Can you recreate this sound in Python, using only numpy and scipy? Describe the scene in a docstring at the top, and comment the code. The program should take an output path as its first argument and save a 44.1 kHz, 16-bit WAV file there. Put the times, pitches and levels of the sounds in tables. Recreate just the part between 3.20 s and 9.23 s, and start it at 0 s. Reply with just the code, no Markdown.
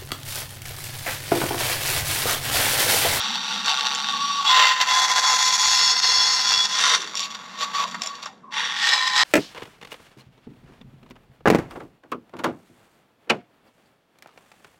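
"""In a workshop, close by, a bandsaw cuts a curve in a small piece of wood.
The piece chatters against the blade, then the teeth bite and the blade sings as it twists in the kerf (the slot).
The piece is eased back and rubs, the blade runs free for a moment, and a second cut begins; the machine hums below.
Tooth pulses and torn-fibre noise make the bites, short noise cracks the snags, coloured noise the air and hum,
wavering sine waves the blade's tones, and gliding narrow bands of noise its twangs."""
import sys
import numpy as np
from scipy import signal
from scipy.fft import rfft, irfft
from scipy.io import wavfile
from scipy.ndimage import uniform_filter1d, minimum_filter1d

SR = 44100
rng = np.random.default_rng(int(sys.argv[2]) if len(sys.argv) > 2 else 0)


def master(y):
    """Save y as 16-bit WAV."""
    cut = np.clip(np.atleast_2d(y).T, -1, 1)
    pcm = np.round(cut * 32767)  # scale
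    wavfile.write(sys.argv[1], SR, pcm.astype(np.int16))


N = 266136
TIME = np.arange(N) / SR
FREQ = np.fft.rfftfreq(8192, 1 / SR)  # where the colour of a sound is set, in Hz
# average rates of the passing teeth, the blade's twisting and bending modes, and the bouncing piece
TOOTH_HZ, TWIST_HZ, BEND_HZ, BOUNCE_HZ = 3388.4, 1025, 785, 138
TONE_RISE_S, TONE_RELEASE_S = 0.022, 0.03  # the tones given by start and end swell and die away alike


def amp(db):
    """Turns decibels into gain."""
    return 10 ** (np.asarray(db) / 20)


def unit(x):
    """Scales a sound to an rms of one."""
    return x / np.sqrt(np.mean(x ** 2) + 1e-20)


def steady(x, size=1800):
    """Evens out the level from moment to moment (size in samples), keeping the fine grain."""
    power = uniform_filter1d(uniform_filter1d(x ** 2, size), size)
    return x / np.sqrt(abs(power) + 1e-12)


def wander(hz):
    """Makes a smooth random curve of unit rms that changes about hz times a second."""
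    f = np.fft.rfftfreq(N, 1 / SR)
    spectrum = rfft(rng.standard_normal(N)) * np.exp(-(f / hz) ** 2)
    return unit(irfft(spectrum, N))


def angle(hz, drift, drift_hz):
    """Adds up the phase of an oscillation whose rate drifts a little."""
    return 2 * np.pi * np.cumsum(hz * (1 + drift * wander(drift_hz))) / SR


def band(x, lo_hz, hi_hz, order=4):
    """Keeps only the pitches between two limits."""
    sos = signal.butter(order, [lo_hz, min(hi_hz, .49 * SR)], "band", fs=SR, output="sos")
    return signal.sosfilt(sos, x)


def read(points, hz):
    """Reads a colour table, joined by straight lines on a log-frequency axis."""
    f, value = np.transpose(points)
    return np.interp(np.log(hz + 1), np.log(f + 1), value)


def resonances_db(modes):
    """Turns narrow peaks and dips into a gain at each of FREQ."""
    return sum(db / (1 + (2 * (FREQ - hz) / width) ** 2) for hz, width, db in modes)


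def ring(x, db):
    """Passes a sound through a body that has this gain at each of FREQ and answers only after each blow."""
    log_gain = np.log(amp(np.r_[db, db[-2:0:-1]]))
    # the Hilbert transform finds the phase that makes the body answer as early as it can
    response = np.fft.ifft(np.exp(np.conj(signal.hilbert(log_gain)))).real
    return signal.oaconvolve(x, response[:len(response) // 2])[:N]


def swell(rows):
    """Follows a level curve as a gain, silent outside its span."""
    s, db = np.transpose(rows)
    return amp(np.interp(TIME, s, db, left=-120, right=-120))


def held(start, end, rise_s, release_s):
    """Rises, holds and dies away."""
    rise = np.clip((TIME - start) / rise_s, 0, 1)
    return rise * np.exp(-np.maximum(TIME - end, 0) / release_s)


def sung(rows):
    """Gives the gain of a tone that sings up and dies away once for each row."""
    return sum(amp(db) * held(start, end, TONE_RISE_S, TONE_RELEASE_S) for start, end, db in rows)


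# drone of the frame: [t/s, level/dB]
DRONE = [(0.0, -57), (0.1, -41.5), (0.28, -50), (0.4, -41.5), (0.52, -57), (0.97, -44.5), (1.44, -63),
         (4.59, -52), (4.8, -44), (4.85, -60.5), (5.62, -54.5), (5.78, -69), (6.03, -54)]
# its colour: [f/Hz, level/dB]
DRONE_COLOUR = [(60, -46), (120, -23), (150, -17), (178, -3), (200, -2.5), (225, -2.5), (270, -12),
                (330, -25), (500, -57), (1000, -60)]
# colour of the dust extractor's air: [f/Hz, level/dB]
AIR_COLOUR = [(25, -20), (70, -11), (200, 4), (350, -1), (600, -0.5), (1000, -3), (1600, -9.5), (3000, -24),
              (6000, -29.5), (9000, -37), (15000, -58)]


def machine(air_db=-56):
    """The wheels shake the frame into a low drone, and the extractor draws air: two coloured noises."""
    drone = steady(ring(rng.standard_normal(N), read(DRONE_COLOUR, FREQ)), size=3000)
    air = unit(ring(rng.standard_normal(N), read(AIR_COLOUR, FREQ)))
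    s, drone_db = np.transpose(DRONE)
    return amp(np.interp(TIME, s, drone_db)) * drone + amp(air_db) * air


# the blade snatches (+) or slips (-) for a moment: [t/s, half length/s, change of level/dB]
SURGES = [(0.12, 0.0076, 0.5), (.153, .011, 4.5), (0.595, 0.009, 5.5), (0.497, 0.022, 6.5),
          (0.667, 0.006, 7.5), (0.893, 0.018, 4), (.985, 0.011, -2), (1.241, 0.0048, -10),
          (1.445, .012, -2), (1.575, 0.048, -5.5), (1.616, 0.011, 10), (1.656, 0.018, -9),
          (1.877, 0.019, -4), (1.944, 0.013, -5.5), (1.981, 0.017, 3.5), (2.014, 0.014, -5.5),
          (2.178, .012, -2), (2.318, 0.0091, -3.5), (2.381, .012, -5.5), (2.751, 0.032, -4),
          (2.81, 0.011, -7), (3.455, .008, 4.5), (3.481, 0.014, -6.5), (3.75, 0.0057, 5.5),
          (5.737, 0.0058, 5.5), (5.875, 0.0077, 8)]


def surging(sway_db, sway_hz=16.1, sway_at_s=2.343):
    """The level changes, in dB, as the running blade sways to and from the wood, snatches and slips."""
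    sway = sway_db * np.cos(2 * np.pi * sway_hz * (TIME - sway_at_s))  # presses hardest at sway_at_s
    return sway + sum(db * np.exp(-((TIME - s) / half_s) ** 2) for s, half_s, db in SURGES)


# how hard the piece is fed in the first cut, before the surges: [t/s, level/dB]
FIRST_FEED = [(0, -23.5), (.22, -29), (.34, -25.5), (.44, -29.5), (.462, -23), (.8, -26.5), (1.225, -28),
              (1.28, -19), (1.43, -14.5), (1.55, -21.5), (2.05, -21.5), (2.6, -18), (2.95, -19),
              (3.265, -21), (3.3, -16.5), (3.52, -26), (3.62, -17.5), (3.75, -17.5), (3.785, -30.5),
              (3.89, -56)]
# light drag in the kerf as the piece is eased back, until the blade runs free: [t/s, level/dB]
DRAG = [(3.8, -34.5), (4.08, -42), (4.3, -44), (4.46, -38.5), (4.78, -44), (5.06, -46), (5.2, -67.5),
        (5.31, -78)]
# the feed of the second cut: [t/s, level/dB]
SECOND_FEED = [(5.308, -54.5), (5.335, -30.5), (5.385, -24.5), (5.55, -29.5), (5.68, -17.5), (5.81, -23.5),
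               (5.925, -27), (5.98, -16), (6.04, -17.5)]
# the side of the kerf rubs on the blade: [start t/s, end t/s, rise/s, blade level/dB, wood level/dB]
RUBS = [(3.957, 4.055, 0.013, -27, -49), (4.099, 4.116, .01, -33.5, -60), (4.132, 4.15, 0.021, -31, -41),
        (4.369, 4.438, 0.1, -20, -31), (4.522, 4.64, 0.032, -27.5, -36), (4.667, 4.684, .014, -33, -41),
        (4.708, 4.719, .01, -35, -42.5), (4.743, 4.748, 0.0018, -34, -30.5),
        (4.808, 4.892, .004, -37.5, -49), (4.89, 4.912, .012, -41, -58), (4.943, 4.956, 0.015, -35, -56),
        (5.02, 5.029, 0.017, -28.5, -39), (5.058, 5.06, .003, -30, -31)]


def loads(surge_db, knock_db, wood_surge=0.68, rub_release_s=0.01):
    """Blade and wood are driven by the feed with its surges, and by the single rubs."""
    feed = swell(FIRST_FEED) + swell(DRAG) + swell(SECOND_FEED)
    blade = feed * amp(surge_db)
    wood = feed * amp(knock_db + wood_surge * surge_db)
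    for start, end, rise_s, blade_db, wood_db in RUBS:
        touch = held(start, end, rise_s, rub_release_s)
        blade = np.hypot(blade, amp(blade_db) * touch)
        wood = np.hypot(wood, amp(wood_db) * touch)
    return blade, wood


# colour of blade and wood in each kind of work, each table: [f/Hz, level/dB]
GRAZE = [(100, -33.5), (330, -22.5), (610, -23.5), (750, -1.5), (880, 7.5), (1020, -1), (1470, 3.5),
         (2300, -12.5), (3750, -7), (5200, -12.5), (5800, -15), (6240, -21.5), (7790, -25.5),
         (11570, -46.5), (13370, -37.5), (15000, -49)]
BITE = [(100, -71), (330, -42), (820, 4), (2040, 7), (2300, 0.5), (2830, 8.5), (5200, 3.5), (5800, -1),
        (6240, -6), (7370, -1), (8290, -20.5), (12100, -29.5), (13000, -21.5), (15000, -28)]
CUT = [(100, -70.5), (330, -33), (610, -21.5), (750, 0.5), (2040, -2), (2150, -3.5), (2960, -7.5),
       (4640, 2), (7370, -6.5), (9350, -24), (11230, -20), (12450, -30), (13370, -27.5), (15000, -31)]
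DEEP = [(100, -42), (330, -21), (610, -24), (750, -1), (2040, -0.5), (2250, -12), (2830, -2), (3140, -7.5),
        (3450, -5.5), (5450, 10), (5800, -4.5), (6400, -6.5), (8200, -15), (9820, -31), (10600, -26),
        (12450, -29), (14000, -38), (15000, -31.5)]
BREAKOUT = [(120, -68), (200, -28), (540, -30.5), (647, -16.5), (761, -15.5), (1040, -4.5), (1330, -3.5),
            (2170, -7), (2460, -13), (3470, -4), (4240, -8), (5660, -6.5), (15000, -46.5)]
RUB = [(100, -28), (330, -31.5), (750, -4.5), (1090, 8.5), (1380, 0.5), (2420, -2), (3610, 0), (5030, -0.5),
       (5620, -6), (6240, -9.5), (7090, -6), (8810, -28), (12730, -26), (15000, -46)]
MEET = [(120, -39), (200, -22), (363, -41), (427, -27), (636, -30.5), (849, -1.5), (1330, -6), (1780, 1.5),
        (2550, -9), (3470, -3), (4310, -13.5), (5070, -11), (15000, -51.5)]
SECOND = [(100, -58), (330, -51), (820, -2.5), (1560, 2), (1790, -2), (2420, -7), (3950, -2), (4260, -2.5),
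          (5200, -6.5), (7090, -15.5), (7790, -12.5), (8290, -25), (12730, -39), (15000, -39)]
# stages of the work: [start t/s, colour, then three levels against the load: wood knock level/dB,
# set tone level/dB, side ring level/dB; sway/dB, blade twist depth, bouncing of the piece,
# depth of the tooth set, unevenness of the bites, torn fibre share 0-1]
STAGES = [(0, GRAZE, -11, -11, -14, 0, .04, 0.38, 0.23, 0.51, 0.96),
          (.45, GRAZE, -10.5, -7.5, -21, 0.66, 0.056, 0.95, 0.27, 0.31, 0.99),
          (.94, GRAZE, -14, -0.5, -4.5, 0, .05, 0.039, 0.55, 0.5, 0.99),
          (1.27, BITE, -6.5, -18.5, -36, 0, 0.27, 0.12, .05, 0.82, 0.99),
          (1.68, CUT, -7, -32, -47, 0.38, 0.73, 0.097, 0.038, 0.84, 0.98),
          (2.2, CUT, -13, -27, -47, 0.92, 0.98, 0.2, .05, 0.36, 0.68),
          (2.55, DEEP, -13.5, -29, -56, 0.63, 0.97, .08, 0.082, 0.08, 0.45),
          (3.53, BREAKOUT, -8.5, -13.5, -34, 0, 0.95, 0.042, 0.12, 0.26, 0.97),
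          (3.86, RUB, -5.5, -13, -2.5, 0, .04, 0.45, 0.5, 0.76, 0.82),
          (4.14, RUB, -3.5, -3, -13, 0, .04, 0.12, 0.57, 0.55, 0.91),
          (5.25, MEET, -5.5, -8, -13, 1.1, 0.062, 0.16, .2, 0.17, 0.89),
          (5.6, SECOND, -6, -16, -32.5, 0.38, 0.087, .18, 0.12, 0.61, 0.99)]


def by_stage(values, blend_s=0.21):
    """Takes one value for each stage and blends them where the stages meet."""
    return values[0] + sum((after - before) * np.clip((TIME - row[0]) / blend_s + .5, 0, 1)
                           for before, after, row in zip(values, values[1:], STAGES[1:]))


def contact():
    """The wood meets the teeth in a changing way: the number columns of STAGES, sample by sample."""
    _, _, *columns = zip(*STAGES)
    return [by_stage(column) for column in columns]


def teeth(turn, twist_angle, bend_angle, grip, bend_depth=0.32, clump=0.25, clump_hz=300):
    """Each tooth strikes and tears fibre; its bite varies with the set, the blade's sway and the bouncing piece."""
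    twist, bounce, tooth_set, uneven, tearing = grip
    blows = unit(sum(np.cos(k * turn) for k in range(1, 5)))
    sway = twist * (np.cos(twist_angle) + bend_depth * np.cos(bend_angle))
    hop = bounce * np.cos(angle(BOUNCE_HZ, drift=0.0617, drift_hz=56.9))
    # the tooth set repeats every third tooth
    bite = np.exp(sway + hop + tooth_set * np.cos(turn / 3) + clump * wander(clump_hz))
    torn = np.clip(tearing, 0, 1)
    struck = unit(blows * np.exp(uneven * wander(3600)))
    fibres = unit(rng.standard_normal(N) * (1 + 0.85 * np.cos(turn)))
    return steady(bite * (np.sqrt(1 - torn) * struck + np.sqrt(torn) * fibres))


# narrow peaks and dips of blade, guides and table: [f/Hz, width/Hz, lift level/dB]
STEEL = [(482.4, 77, 17.5), (617, 24.4, 13.5), (864.4, 15.3, 8), (1523, 27, 1.5), (1420, 44, 6),
         (1854, 50, 9), (2090, 46, 6), (2283, 8.7, -16), (2725, 41, 10.5), (3677, 180, 8),
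         (4300, 150, -2.5), (4270, 26, 1), (4490, 21, 13), (5093, 130, -13.5), (5870, 190, 8.5),
         (6480, 66, -3)]
# the same in the second cut, which rings differently: [f/Hz, width/Hz, lift level/dB]
SECOND_STEEL = [(465, 190, 18.5), (836, 36, 14), (1770, 16, 10), (1824, 52, 14), (1893, 130, 13.5),
                (2310, 31, 16), (2540, 70, 1), (3390, 25, 6.5), (3920, 45, 11), (4060, 88, 3),
                (4347, 70, -24), (4360, 70, 16), (5080, 13, 16), (5230, 38, 10)]


def rasp(drive, blade_load, wood_load, rasp_db=-2.0, split_hz=2250):
    """The bites ring blade (above the split) and wood (below), whose colour changes as the cut goes on."""
    stage_sounds = []
    for _, colour, *_ in STAGES:
        steel = SECOND_STEEL if colour == SECOND else STEEL
        stage_sounds.append(unit(ring(drive, read(colour, FREQ) + resonances_db(steel))))
    sound = by_stage(stage_sounds)
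    low = signal.sosfiltfilt(signal.butter(6, split_hz, fs=SR, output="sos"), sound)
    blade = blade_load * steady(sound - low)
    # the wood is evened out by its power in the knocking range
    knock_power = uniform_filter1d(band(low, 1200, 2250) ** 2, size=4000)
    wood = wood_load * low / np.sqrt(abs(knock_power) + 1e-12)
    return amp(rasp_db) * blade + wood


def wavering(turn, rough, hz=45):
    """Makes a tone that is unsteady in both strength and phase."""
    return np.cos(turn) * (1 + rough * wander(hz)) + rough * wander(hz) * np.sin(turn)


# the tone of the tooth set sings up, before set_db: [start t/s, end t/s, level/dB]
SET_SWELLS = [(.92, .96, -25), (1.0, 1.05, -24.5), (1.09, 1.137, -22), (1.172, 1.21, -23),
              (1.24, 1.3, -25.5), (4.03, 4.11, -41), (4.14, 4.34, -50), (4.39, 4.47, -32.5),
              (4.53, 4.63, -26.5), (4.88, 4.93, -34.5)]
# its partials when the teeth graze the side of the kerf: [multiple of the set tone, relative level/dB]
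SET_PARTIALS = [(3, -5), (4, -3), (5, 0)]


def set_tone(tone_load, side_load, set_db=-2, grazing_db=-3, set_rough=0.55):
    """The left-right-straight tooth set gives a rough tone, and a thin ring where it grazes the kerf's side."""
    turn = angle(TOOTH_HZ / 3, drift=0.00427, drift_hz=24.7)
    tone = steady(wavering(turn, set_rough))
    overtones = sum(amp(db) * wavering(k * turn, set_rough) for k, db in SET_PARTIALS)
    tone_level = np.hypot(tone_load, sung(SET_SWELLS))
    return amp(set_db) * tone_level * tone + amp(grazing_db) * side_load * overtones


# the piece snags on a tooth: [t/s, peak level/dB before snag_db and the ringing]
SNAGS = [(0.4599, -6), (0.7492, -10), (3.8192, -17), (3.9534, -12), (3.9729, -14), (4.0048, -12),
         (4.7127, -23), (4.7461, -23), (4.8194, -10), (4.8354, -14), (4.8604, -17), (4.8718, -15),
         (5.0295, -22), (5.0574, -23)]


def snags(snag_db=-5, tear_s=.0025):
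    """A tooth catches and lets go: a short crack of noise rings the blade."""
    out = np.zeros(N)
    age = np.arange(SR // 50) / SR
    for s, db in SNAGS:
        crack = rng.standard_normal(len(age)) * np.exp(-age / tear_s)
        part = out[round(s * SR):][:len(age)]
        part += amp(db + snag_db) * (crack / abs(crack).max())[:len(part)]
    # [f/Hz, level/dB]
    colour = [(100, -52), (500, 1), (1000, -9.0), (2300, 7.5), (3500, 7), (7000, 7.0), (8500, -8.5),
              (15000, -22.0)]
    # [f/Hz, width/Hz, lift level/dB]
    modes = [(1100, 190, 22), (1850, 130, 1.7), (3430, 170, 8.3), (4450, 170, 2.7), (5490, 340, 13.1),
             (7170, 100, 15.4), (7600, 90, 7)]
    return ring(out, read(colour, FREQ) + resonances_db(modes))


# the blade twangs downward as its load lets go:
# [t/s, length/s, start f/Hz, end f/Hz, level/dB before twang_db]
TWANGS = [(0.467, 0.11, 875, 725, -26.5), (3.71, 0.27, 472, 330, -43.5), (4.573, 0.12, 1170, 973, -27),
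          (4.584, 0.16, 760, 528, -43.5), (4.813, 0.11, 758, 585, -43), (5.07, 0.085, 923, 705, -41.5),
          (5.229, 0.24, 1118, 953, -42.5)]


def twangs(width_hz=100, twang_db=-2):
    """Bending waves run round the steel loop as a blurred band, the high ones arriving first."""
    out = np.zeros(N)
    grain = wander(width_hz) + 1j * wander(width_hz)
    for s, length, start_hz, end_hz, db in TWANGS:
        part = np.clip((TIME - s) / length, 0, 1)  # how much of the twang has gone by, 0-1
        turn = 2 * np.pi * np.cumsum(start_hz * (end_hz / start_hz) ** part) / SR
        level = amp(db + twang_db) * np.sin(np.pi * np.sqrt(part))
        out += level * (grain * np.exp(1j * turn)).real
    return out


def partials(multiples, strengths_db, angles, flutter):
    """Fluttering tones sound at sums and differences of the tooth, twist and bend rates."""
    out = np.zeros(N)
    for row, db in zip(multiples, strengths_db):
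        turn = sum(k * a for k, a in zip(row, angles))
        out += amp(db) * unit(np.cos(turn) * (1 + flutter * wander(39)))
    return out


# the teeth squeal at their own rate, before squeal_db: [start t/s, end t/s, level/dB]
SQUEALS = [(1.255, 1.333, -17.5), (1.345, 1.53, -34), (1.667, 2.76, -24), (2.85, 3.06, -24),
           (3.2, 3.612, -30), (3.265, 3.42, -21)]
# whistle where the twisting blade beats against the teeth, before whistle_db: [t/s, level/dB]
WHISTLE = [(1.7, -33.5), (2.4, -29), (2.7, -25), (3.05, -23), (3.4, -42), (3.55, -37)]
# partials of the whistle: [multiple of the tooth rate, of the twist, of the bend]
BEATS = [(1, 2, 0), (1, 3, 0), (1, 1, 1), (1, 0, 1), (2, 2, 0), (0, 2, 0), (1, 1, 0)]
# and their strengths: [relative level/dB]
BEATS_DB = [2, -1.5, -2, -3, -24, -12.5, -4.5]
# the teeth screech when they bear hardest, before screech_db: [start t/s, end t/s, level/dB]
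SCREECHES = [(2.03, 2.31, -26.5), (2.33, 2.735, -23), (2.83, 3.2, -26.5)]
# partials of the screech: [multiple of the tooth rate, of the twist, of the bend]
SCREECH_PARTIALS = [(2, 0, 0), (2, -1, 0), (3, 0, 0), (3, -1, 0), (3, 1, 0)]
# and their strengths: [relative level/dB]
SCREECH_DB = [-3, -14, -42, -23, -30]


def squeal(turn, twist_angle, bend_angle, squeal_db=-2, whistle_db=-3.0, screech_db=-1.0):
    """The teeth squeal at their rate and screech mainly an octave up; the swaying blade adds whistling partials."""
    angles = turn, twist_angle, bend_angle
    tone = unit(np.sin(turn) * (1 + 0.4 * wander(38) + 0.08 * wander(250)))  # slow flutter and fine grit
    whistle = partials(BEATS, BEATS_DB, angles, flutter=0.52)
    screech = partials(SCREECH_PARTIALS, SCREECH_DB, angles, flutter=.25)
    return (amp(squeal_db) * sung(SQUEALS) * tone
            + amp(whistle_db) * swell(WHISTLE) * whistle
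            + amp(screech_db) * sung(SCREECHES) * screech)


# the blade rings in its twisting mode, damped more and more as the kerf closes round it:
# [start t/s, end t/s, level/dB before twist_db, damping in dB per s]
TWISTS = [(1.28, 3.58, -17, 7.5), (3.637, 3.755, -28.5, 0), (5.722, 6.04, -27.5, 1)]


def singing(twist_angle, twist_db=-1, octave_db=-12):
    """The blade, twisting to and fro in the kerf, sings at that rate and faintly an octave up."""
    twist = np.cos(twist_angle) * (1 + 0.22 * wander(41))
    twist += amp(octave_db) * np.cos(2 * twist_angle) * (1 + 0.5 * wander(33))
    level = np.zeros(N)
    for start, end, db, damping in TWISTS:
        damped_db = db - damping * np.maximum(TIME - start, 0)
        level += amp(damped_db) * held(start, end, TONE_RISE_S, TONE_RELEASE_S)
    return amp(twist_db) * level * unit(twist)


def workshop(x, wet_db=-13, t60=0.13):
    """The table and a small, cluttered room send back sparse echoes that fall by 60 dB in t60 seconds."""
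    age = np.arange(SR // 2) / SR
    sparse = rng.random(len(age)) < 2500 / SR  # about 2500 echoes a second
    taps = rng.standard_normal(len(age)) * sparse * (age > .003) * amp(-60 * age / t60)
    return x + amp(wet_db) * signal.oaconvolve(x, taps / np.linalg.norm(taps))[:N]


def scene(tone_surge=2.12):
    """Teeth and blade share one motion and follow the load; singing and squeal sag when the blade slips."""
    turn = angle(TOOTH_HZ, drift=0.00056, drift_hz=23.3)
    twist_angle = angle(TWIST_HZ, drift=0.00546, drift_hz=29.6)
    bend_angle = angle(BEND_HZ, drift=0.02575, drift_hz=59.2)
    knock_db, set_db, side_db, sway_db, *grip = contact()
    surge_db = surging(sway_db)
    blade_load, wood_load = loads(surge_db, knock_db)
    bites = teeth(turn, twist_angle, bend_angle, grip)
    cutting = rasp(bites, blade_load, wood_load) + snags()
    sag = amp(tone_surge * np.minimum(surge_db, 0))
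    tones = sag * (singing(twist_angle) + squeal(turn, twist_angle, bend_angle))
    tones += set_tone(blade_load * amp(set_db), blade_load * amp(side_db))
    return (workshop(cutting) + tones + twangs() + machine())[None]


def record(dry, ceiling=0.67, knee=0.33, thump_db=10, edge_hz=15350):
    """A fast limiter holds the peaks, shrill overloads leave a faint low thump, and the top is cut at edge_hz."""
    allowed = np.minimum(1, ceiling / (abs(dry) + 1e-9))
    limited = dry * uniform_filter1d(minimum_filter1d(allowed, size=41), size=41)
    overload = np.maximum(abs(band(limited, 4270, 13000, order=2)) - knee, 0)
    out = limited + amp(thump_db) * band(overload, 19, 120, order=2)
    low_pass = signal.firwin(511, edge_hz, window=("kaiser", 9), fs=SR)
    return signal.oaconvolve(out, low_pass[None], "same")


dry = scene()
out = record(dry)
master(out)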